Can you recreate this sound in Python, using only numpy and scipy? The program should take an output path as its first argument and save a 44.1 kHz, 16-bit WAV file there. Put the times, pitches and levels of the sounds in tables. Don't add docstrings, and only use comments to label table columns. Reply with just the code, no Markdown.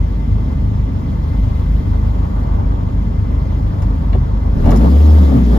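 import sys
import numpy as np
from scipy import signal
from scipy.io import wavfile
from scipy.ndimage import uniform_filter1d

SR = 44100
rng = np.random.default_rng(int(sys.argv[2]) if len(sys.argv) > 2 else 0)


def pcm_store(signal):
    levels = np.round(np.clip(np.atleast_2d(signal), -1, 1) * 32767)
    wavfile.write(sys.argv[1], SR, levels.astype(np.int16).T)


N = 246078
T = np.arange(N) / SR

# t/s, firing rate f/Hz, firing tone level/dB, body shudder level/dB, intake roar level/dB
BLIP = [(4.45, 25.2, -38, -13, -2.5), (4.516, 25.77, -28, -4, -2.5), (4.6, 31.26, -14.5, 2.5, 3),
        (4.66, 38.01, -14.5, 15.5, 8.5), (4.73, 46.84, -8.5, 14, 14), (4.78, 53.58, -10, 13, 7),
        (4.82, 60.2, -7.5, 14, 12.5), (4.86, 66.04, -9, 13.5, 11.5), (4.9, 69.42, -9.5, 7.5, 10.5),
        (4.94, 71.46, -7, 6, 8), (5.01, 74.7, -6, 1, 9), (5.126, 76.54, -4.5, -1.5, 9.5),
        (5.2, 75.18, -5.5, 1.5, 11), (5.284, 70.13, -8.5, 5, 7.5), (5.358, 66.6, -14.5, 14.5, 10.5),
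        (5.44, 60.8, -11, 11, 4.5), (5.526, 56.43, -8.5, 10, 9.5), (5.58, 54.6, -11.5, 11.5, 13.5)]
# f/Hz, level/dB
BOOM = [(40, 8), (75, 17), (95, 3.5), (112, 6), (130, 5), (148, -1.5), (165, -5.5), (180, -3.5), (198, -3),
        (213, -2.5), (226, 3.5), (245, -2.5), (265, 1), (283, -4), (302, 3), (325, -7.5), (380, -3),
        (410, -9.5), (480, 0)]
# t/s, level/dB
TYRES = [(0.0, 2), (0.17, 1.4), (0.68, 1.7), (1.88, 3), (2.46, 7.5), (3.02, 3), (3.5, 4), (4.1, 4),
         (4.6, 5.5)]
# t/s, level/dB
TREBLE = [(0.0, -2), (0.95, -2), (1.44, 3), (2.19, 1), (2.69, -3.5), (3.19, -4), (3.78, 0), (4.37, -4),
          (4.6, 2)]
IDLE_HZ = 25.104
SHAKE_HZ = 7.7


def amp(db):
    return 10 ** (np.asarray(db) / 20)


def evened(x):
    return x / np.sqrt(np.mean(abs(x) ** 2) + 1e-20)


def colour(points, hz):
    f, db = np.transpose(points)
    return amp(np.interp(np.log(hz + 1), np.log(f + 1), db, left=-120, right=-120))


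def curves(rows):
    s, *columns = np.transpose(rows)
    return [np.interp(T, s, c) for c in columns]


def wander(hz):
    step_s = 100 / SR
    z = rng.standard_normal((N // 100 + 2, 2)) @ [1, 1j]
    smoothing = np.exp(-(np.fft.fftfreq(len(z), step_s) / hz) ** 2)
    z = np.fft.ifft(np.fft.fft(z) * smoothing)
    return np.interp(T, np.arange(len(z)) * step_s, evened(z))


def resonate(x, hz, width):
    turn = np.exp(2j * np.pi * hz * np.arange(len(x)) / SR)
    r = np.exp(-np.pi * width / SR)
    return 2 * (turn * signal.lfilter([1 - r], [1, -r], x / turn)).real


def stereo(mid, side):
    return np.array([mid + side, mid - side])


def throttle():
    return np.clip((T - 4.51) / 0.23, 0, 1)


def firing_turns():
    return np.cumsum(np.where(T < BLIP[0][0], IDLE_HZ, curves(BLIP)[0])) / SR


def firing_tone():
    idle_db = -36
    hz, blip_db, *_ = curves(BLIP)
    gain = amp(np.where(T < BLIP[0][0], idle_db, blip_db))
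    unsteady = 1 + 0.5 * (1 - throttle()) * wander(3.6)
    return [(hz, gain * unsteady * np.exp(2j * np.pi * firing_turns()))]


def idle_harmonics():
    # level/dB, steady share [0-1], waver f/Hz, throb once in four firings [0-1],
    # share of the hum's swell, swing of timing with the lope [firings], lag of that swing t/s
    harmonics = [(-17, 0.92, 9.8, 0.05, 1.05, -.02, .01), (-20.5, 0.86, 9.3, 0.2, 0.022, -0.041, -.1),
                 (-22, 0.44, 11.8, 0.12, 0.018, -.03, -.05)]
    # f/Hz, level/dB
    nulls = [(5, -2), (30, 2), (37, 5), (44, 4), (50, 0), (56, -1.5), (61, -8), (67, -11.5), (71, 1),
             (75, 0), (81, 1), (86, -8), (92, 1.5), (100, 0), (108, -2), (116, -2.5), (400, -1.5)]
    # t/s, level/dB
    hum_levels = [(0.0, -17), (0.36, -17), (0.4, -19.5), (0.63, -15.5), (0.73, -24), (0.81, -15),
                  (0.96, -22), (1.01, -32), (1.11, -14.5), (1.25, -17.5), (1.29, -27.5), (1.37, -13.5),
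                  (1.45, -13.5), (1.49, -25.5), (1.55, -14), (1.62, -23), (1.7, -12), (1.79, -15.5),
                  (1.84, -30), (1.87, -21), (2.0, -16), (2.23, -15), (2.28, -28.5), (2.32, -18.5),
                  (2.53, -16), (2.61, -29), (2.68, -13), (2.88, -22), (2.91, -28.5), (2.98, -13),
                  (3.21, -20), (3.35, -14.5), (3.5, -26), (3.55, -15.5), (3.68, -14.5), (3.76, -30.5),
                  (3.86, -14), (4.01, -20.5), (4.09, -12.5), (4.2, -15.5), (4.29, -25), (4.36, -14),
                  (4.44, -20), (4.5, -13.5)]
    lope_hz = IDLE_HZ / 8
    lope_depth, lope_peak_s, throb_peak_s = 0.05, 0.329, 0.016
    slip, slip_hz = 0.056, 0.59
    hum_bend = 0.35
    pipe_spread = 0.021

    lope = np.exp(2j * np.pi * (T - lope_peak_s) * lope_hz)
    throbbing = np.cos(np.pi / 2 * IDLE_HZ * (T - throb_peak_s))
    hum_db = curves(hum_levels)[0]
    hum = signal.hilbert(np.log(amp(hum_db - np.mean(hum_db))))
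    bent_hum = hum.real + 1j * hum_bend * hum.imag
    slipped = firing_turns() + slip * wander(slip_hz).real
    cabin = colour(nulls, abs(np.fft.fftfreq(N, 1 / SR)))
    hz = curves(BLIP)[0]
    tones = []
    for k, (db, steady, waver_hz, throb, swell, swing, lag) in enumerate(harmonics, 2):
        beat = 1 + lope_depth * lope.real + throb * throbbing
        waver = np.sqrt(steady) + np.sqrt(1 - steady) * wander(waver_hz)
        uneven = beat * np.exp(swell * bent_hum) * waver
        loping = swing * (lope * np.exp(-2j * np.pi * lag * lope_hz)).imag
        phase = k * (slipped + loping - pipe_spread * k)
        tone = (1 - throttle()) * amp(db) * uneven * np.exp(2j * np.pi * phase)
        tones += [(k * hz, np.fft.ifft(np.fft.fft(tone) * cabin))]
    return tones


def blip_harmonics():
    # level/dB, share of the shudder they follow
    harmonics = [(-37, 0.92), (-25.5, 0.34), (-28.5, 0.69), (-38.5, 0.48), (-42, 0.7)]
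    # t/s, level/dB
    growl = [(4.6, -1), (4.66, 4.5), (4.72, -2), (4.8, -5), (4.86, -7), (4.95, -2.5), (5.0, -5.5),
             (5.05, 1), (5.16, 0.5), (5.21, -13), (5.28, -1), (5.35, 3.5), (5.4, 1), (5.45, 0), (5.5, -6.5),
             (5.58, 0)]
    shake, shake_per_db = 0.02, 0.02
    boom_lag = 0.12

    hz, _, shudder_db, _ = curves(BLIP)
    turns = firing_turns()
    tones = []
    for k, (db, share) in enumerate(harmonics, 2):
        shaky = 1 + (shake * (k - 1) + shake_per_db * shudder_db) * wander(SHAKE_HZ)
        gain = throttle() * amp(db + share * shudder_db + curves(growl)[0]) * colour(BOOM, k * hz)
        phase = k * (turns + boom_lag) + (k - 1) / 4
        tones += [(k * hz, gain * shaky * np.exp(2j * np.pi * phase))]
    return tones


def half_orders():
    orders = [1.5, 2.5, 3.5, 4.5]
    order_levels = [-14.5, 2.5, -1.5, -5.5]
    # t/s, level/dB
    unequal = [(4.5, -27), (4.66, -28), (4.75, -25.5), (4.82, -24), (4.9, -14.5), (5.0, -33.5), (5.15, -47),
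               (5.21, -19.5), (5.28, -21.5), (5.33, -30), (5.38, -21), (5.47, -31), (5.58, -37)]
    hz, turns = curves(BLIP)[0], firing_turns()
    tones = []
    for k, db in zip(orders, order_levels):
        shaky = 1 + 0.33 * wander(SHAKE_HZ)
        gain = throttle() * amp(db + curves(unequal)[0]) * colour(BOOM, k * hz) * shaky
        tones += [(k * hz, np.sqrt(0.5) * gain * np.exp(2j * np.pi * (k * turns + rng.random())))]
    return tones


def low_harmonics():
    # f/Hz, level/dB
    lean = [(20, -25.5), (50, -29.5), (65, -14.5), (80, -26.0), (110, -8.5), (200, -15), (320, -5.0), (600, -4.0)]
    tones = firing_tone() + idle_harmonics() + blip_harmonics() + half_orders()
    mid = 1j * sum(tone for f, tone in tones)
    side = 1j * sum(tone * colour(lean, f) for f, tone in tones)
    side = side * np.exp(1.2j)
    return np.sqrt(2) * stereo(mid.real, side.real)


def upper_harmonics(count=24):
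    # f/Hz, level/dB
    cabin = [(110, -25.5), (150, -29.5), (180, -30.5), (215, -34), (245, -34.5), (290, -37.5), (320, -49.5),
             (400, -49), (600, -66)]
    base_db, open_db, shudder_share = -2.5, 17.5, 0.0065
    turns = firing_turns()
    load_db = base_db + open_db * throttle() + shudder_share * curves(BLIP)[2]
    hz, mid, side = np.gradient(turns) * SR, 0, 0
    for k in range(5, count):
        tone = colour(cabin, k * hz) * np.exp(2j * np.pi * (k * turns + rng.random()))
        tone = tone * (1 - throttle() * (k < 7))
        mid = mid + tone * (0.31 + 1.183 * wander(2.21 * k))
        side = side + tone * np.clip(k * hz / 600, 0, 1) * wander(1.3 * k)
    return amp(load_db) * np.sqrt(2) * stereo(mid.real, side.real)


def level(base_db, open_db, shudder, intake, drift, drift_curve):
    shudder_db, intake_db = curves(BLIP)[2:]
    lift_db = open_db * throttle() + shudder * shudder_db + intake * intake_db
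    return base_db + lift_db + drift * (1 - throttle()) * curves(drift_curve)[0]


def wash(level_db, mid, rev, side, side_db, lean, twist, size, patchy_db, puff):
    cylinders = [0.5, -2, -4.5, -1]
    frames, hz = 4 * N // size + 5, np.fft.rfftfreq(size, 1 / SR)
    a, b, c, d, patches = rng.standard_normal((frames, len(hz), 5)).T
    patches = uniform_filter1d(patches, size=size // 40, axis=0)
    patches = evened(uniform_filter1d(patches, size=6, axis=1))
    opened = np.interp(np.arange(frames) * size / 4 / SR, T, throttle())
    idle, revved = colour(mid, hz)[:, None], colour(rev, hz)[:, None]
    revved = revved * np.linalg.norm(idle) / np.linalg.norm(revved)
    common = (a + 1j * b) * ((1 - opened) * idle + opened * revved)
    contrast = colour(side, hz)[:, None] * amp(side_db) * (c + 1j * d) + (lean + 1j * twist) * common
    spectra = np.array([common, contrast]) * amp(patchy_db * patches)
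    m, s = signal.istft(spectra, nperseg=size, noverlap=3 * size // 4)[1][:, :N]
    turns = firing_turns()
    puffs = amp(np.take(cylinders, turns.astype(int) % 4)) * np.exp(-(turns % 1) / 0.63)
    gate = 1 + puff * uniform_filter1d(uniform_filter1d(puffs, size=150), size=150)
    return amp(level_db) * evened(gate) / np.std(m) * stereo(m, s)


def rumble():
    loudness = (-24.5, -2.5, 0.7231, 0.1543, -0.6)
    # f/Hz, level/dB
    mid, rev, side = [(8, -20.5), (16, -16.5), (25, -9), (33, 1), (39, 3), (45, 2.5), (56, -5), (64, -12.5),
                      (75, -6), (87, -9.5), (110, -3.5), (150, -0.5), (250, -5.5), (300, -21.5), (340, -39)], [(15, -40), (45, -4), (90, -13.5), (115, -2.5), (145, -11.5),
                                          (180, 1), (215, -5), (248, -0.5), (272, -12.5), (297, -2.5),
                                          (340, -42.5)], [(15, -53), (45, -17.5), (110, -13),
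                                                              (200, -16.5), (300, -19), (340, -37.5)]
    return wash(level(*loudness, TYRES), mid, rev, side, side_db=-3.5, lean=0.04, twist=0.05,
                size=4096, patchy_db=0.5, puff=0.074)


def roar():
    loudness = (-39, 0.57, 0.0155, 1.0263, 0.66)
    # f/Hz, level/dB
    mid, rev, side = [(180, -34), (310, 2.5), (329, -8), (375, -2), (451, -1), (628, -3), (766, -12),
                      (895, -20), (1060, -26.5), (1150, -10.5), (1280, -14.5), (1800, -19), (2340, -56),
                      (3960, -120)], [(180, -29), (310, -15.5), (329, -9), (389, -4.5), (624, -11.5),
                                        (676, -17.5), (739, -10.5), (825, -23.5), (895, -12.5),
                                        (999, -21.5), (1190, -18), (1340, -27.5), (1800, -30),
                                        (2340, -63.5), (3960, -120)], [(180, -31.5), (310, 0.5), (435, 3), (468, -1),
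                                                          (579, -0.5), (712, -0.5), (1090, -11), (1190, -7),
                                                          (1800, -21.5), (2340, -52.5), (3960, -120)]
    return wash(level(*loudness, TYRES), mid, rev, side, side_db=-2.0, lean=0.2, twist=0.29,
                size=1024, patchy_db=1.5, puff=0.099)


def hiss():
    loudness = (-53, 8, -0.0956, 0.1169, 0.32)
    # f/Hz, level/dB
    mid, rev, side = [(1030, -13.5), (1750, -9.5), (1950, -2), (2000, -0.5), (2110, -4.5), (2160, -14),
                      (2320, -5), (2520, -9.5), (3350, -8.5), (5190, -14), (5630, -19.5), (6970, -17.5),
                      (7800, -34.5), (10100, -67), (17200, -120)], [(1030, -22.5), (1750, -3), (1930, -1), (2020, -1.5), (2580, -7),
                                        (3350, -3), (4580, -6.5), (5160, -7), (5630, -11.5), (6930, -12.5),
                                        (7800, -28), (10100, -66), (17200, -120)], [(1030, -30), (1750, 5), (1950, -6), (2110, -6.5),
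                                                          (2160, -4.5), (3190, -3.5), (3680, -7),
                                                          (5230, -12), (5630, -13), (7800, -21),
                                                          (10100, -42.5), (17200, -120)]
    return wash(level(*loudness, TREBLE), mid, rev, side, side_db=-5.0, lean=0.25, twist=0.4,
                size=512, patchy_db=1.5, puff=0.13)


def sizzle():
    loudness = (-66.5, 5.5, -0.15, 0.68, 0.6)
    # f/Hz, level/dB
    mid, side = [(4470, -32), (7600, -1), (8280, -15), (8530, -23.5), (8630, -39.5), (9270, -33),
                 (9520, -13.5), (10300, -1.5), (13200, 3), (15400, -16)], [(4470, -29.5), (7600, -0.5), (8840, 1.5), (11700, -9.5), (12600, -18),
                                     (12900, -27.5), (13000, -64), (15400, -62.5)]
    return wash(level(*loudness, TREBLE), mid, mid, side, side_db=7.0, lean=0.01, twist=0.05,
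                size=512, patchy_db=0.0, puff=0.6)


def ticks():
    # t/s, thud level/dB, knock level/dB, tick level/dB, snap level/dB, t60/s
    blows = [(3.819, -35, -29, -38, -44.5, 0.043), (3.828, -38, -40, -45, -51.5, 0.074),
             (4.128, -32, -28, -31, -58, 0.065), (4.142, -15.5, -22, -38, -64, 0.046),
             (4.149, -24.5, -24.5, -37, -54, 0.04), (4.438, -40, -45, -46, -62.5, 0.053),
             (4.642, -26, -22, -34, -55, 0.067), (4.656, -23, -15.5, -32, -42, 0.041),
             (4.671, -29, -16.5, -34.5, -47, 0.096), (4.69, -20, -11, -23.5, -52, 0.03),
             (4.706, -31, -31, -29, -33.5, 0.033), (4.714, -26, -18.5, -26, -38, 0.044),
             (4.738, -21, -23, -34, -54, 0.033), (4.76, -37, -35, -47, -35, 0.048),
             (4.771, -37, -31, -38, -34, 0.035), (4.809, -18, -24, -36, -47, 0.04),
             (4.841, -16.5, -25, -35, -51, 0.049), (5.315, -31, -24, -44, -53, 0.03),
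             (5.564, -25, -21, -50, -54, 0.042)]
    # f/Hz, width f/Hz, common level/dB, contrast level/dB
    trim = ([(378, 44, 5, -3), (437, 66, 1.5, -5)], [(557, 58, 2.5, -5), (686, 86, 3.5, -0.5),
            (727, 52, -2, -5), (850, 82, -3, -0.5)], [(1130, 66, 0.5, -3), (1410, 220, -7.5, -3.5),
            (1696, 93, -2, -2.5), (1890, 150, -3, -5.5), (2260, 130, -3, -9.5), (2830, 220, -4.5, -7),
            (3480, 79, -10, -8), (4170, 400, -10.5, -11)], [(5220, 390, 3, 0.5), (6000, 340, -2, -7.5),
            (6950, 510, 0, 2.5), (8800, 1800, -32, 3), (11200, 3700, -1.5, -13)])
    blow_share = 0.79
    out, t = np.zeros((2, N + 5000)), np.arange(5000) / SR
    for s, *levels_db, t60 in blows:
        shape = amp(-60 * t / t60) * np.sin(np.pi / 2 * np.minimum(t / 0.0041, 1)) ** 2
        blow = blow_share * np.linalg.norm(shape) * (np.arange(len(t)) == 40)
        bursts = blow + shape * rng.standard_normal((2, len(t)))
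        for part, burst in enumerate(bursts):
            for db, modes in zip(levels_db, trim):
                ring = sum(amp(g[part]) * evened(resonate(resonate(burst, f, w), f, w)) for f, w, *g in modes)
                strength = amp(db) * np.sqrt(np.mean(shape ** 2)) * 0.58
                out[part, round(s * SR):][:len(t)] += strength * ring
    return stereo(*out[:, :N])


def rising_whine():
    # t/s, f/Hz, level/dB
    climb = [(4.82, 4680, -72), (4.87, 4720, -54), (4.93, 4800, -55), (4.98, 5000, -54), (5.02, 5100, -55),
             (5.09, 5250, -54), (5.17, 5280, -68)]
    hz, db = curves(climb)
    fuzzy = (0.92 + 0.5 * wander(40)) * np.exp(2j * np.pi * np.cumsum(hz) / SR)
    rising = amp(db) * throttle() * fuzzy.real
    return stereo(rising, 0.4 * rising)


def whines():
    centres = [885, 2064, 2268, 2633, 3241, 5308, 6055]
    bands = [(25, -52, 3, 0.01, 0.27), (36, -58, 1.5, .2, 0.9), (50, -64.5, 3, 0.3, .3),
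             (30, -71, -3, 0, .3), (80, -67, 4, 0.2, .6), (130, -67, 6.5, 0, .3), (50, -73.5, -0.5, .1, .3)]
    # t/s, level/dB
    swell = [(0, 3), (.5, 6), (.78, -2), (1.1, 3.5), (1.25, 4.5), (1.52, 6.5), (1.65, 2), (1.82, 8),
             (2.2, -0.5), (2.5, 3), (2.85, 0.5), (3.5, 6), (3.7, -2), (4.2, 1), (4.5, 3), (4.75, 4.5),
             (5.05, 7), (5.3, 9), (5.58, 2)]
    out = np.zeros((2, N))
    for hz, (width, db, pan_db, steady, waver) in zip(centres, bands):
        carrier = np.exp(2j * np.pi * hz * T)
        tone = ((np.sqrt(steady) + np.sqrt(1 - steady) * wander(width)) * carrier).real
        other = (wander(width) * carrier).real
        pan = amp([[pan_db / 2], [-pan_db / 2]])
        out += amp(db + waver * curves(swell)[0]) * pan * stereo(tone, 0.72 * other)
    return out


def tyres():
    # f/Hz, level/dB
    mid, side = [(500, -29.5), (750, -6.5), (900, 1), (1000, -1), (1130, -2), (1300, -20), (1800, -26.5)], [(400, -30.5), (700, -1.5), (1150, -7.5), (1800, -25.5)]
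    outside = wash(-48.5 + curves(TYRES)[0], mid, mid, side, side_db=6.5, lean=0.2, twist=0.3,
                   size=1024, patchy_db=2.0, puff=0)
    return outside * (1 - throttle())


def scene():
    engine = low_harmonics() + upper_harmonics() + rumble() + roar() + hiss() + sizzle()
    return engine + ticks() + rising_whine() + whines() + tyres()


def record(dry):
    fade_s, edge_hz = 0.004, 15600
    fade = np.minimum(np.minimum(T, T[::-1]) / fade_s, 1)
    rounded = fade * dry / (1 + abs(dry / 0.95) ** 8) ** (1 / 8)
    padded = np.pad(rounded, ((0, 0), (255, 255)), "reflect", reflect_type="odd")
    band_limit = signal.firwin(511, edge_hz, window=("kaiser", 9), fs=SR)
    return signal.oaconvolve(padded, band_limit[None], "valid", axes=1)


dry = scene()
out = record(dry)
pcm_store(out)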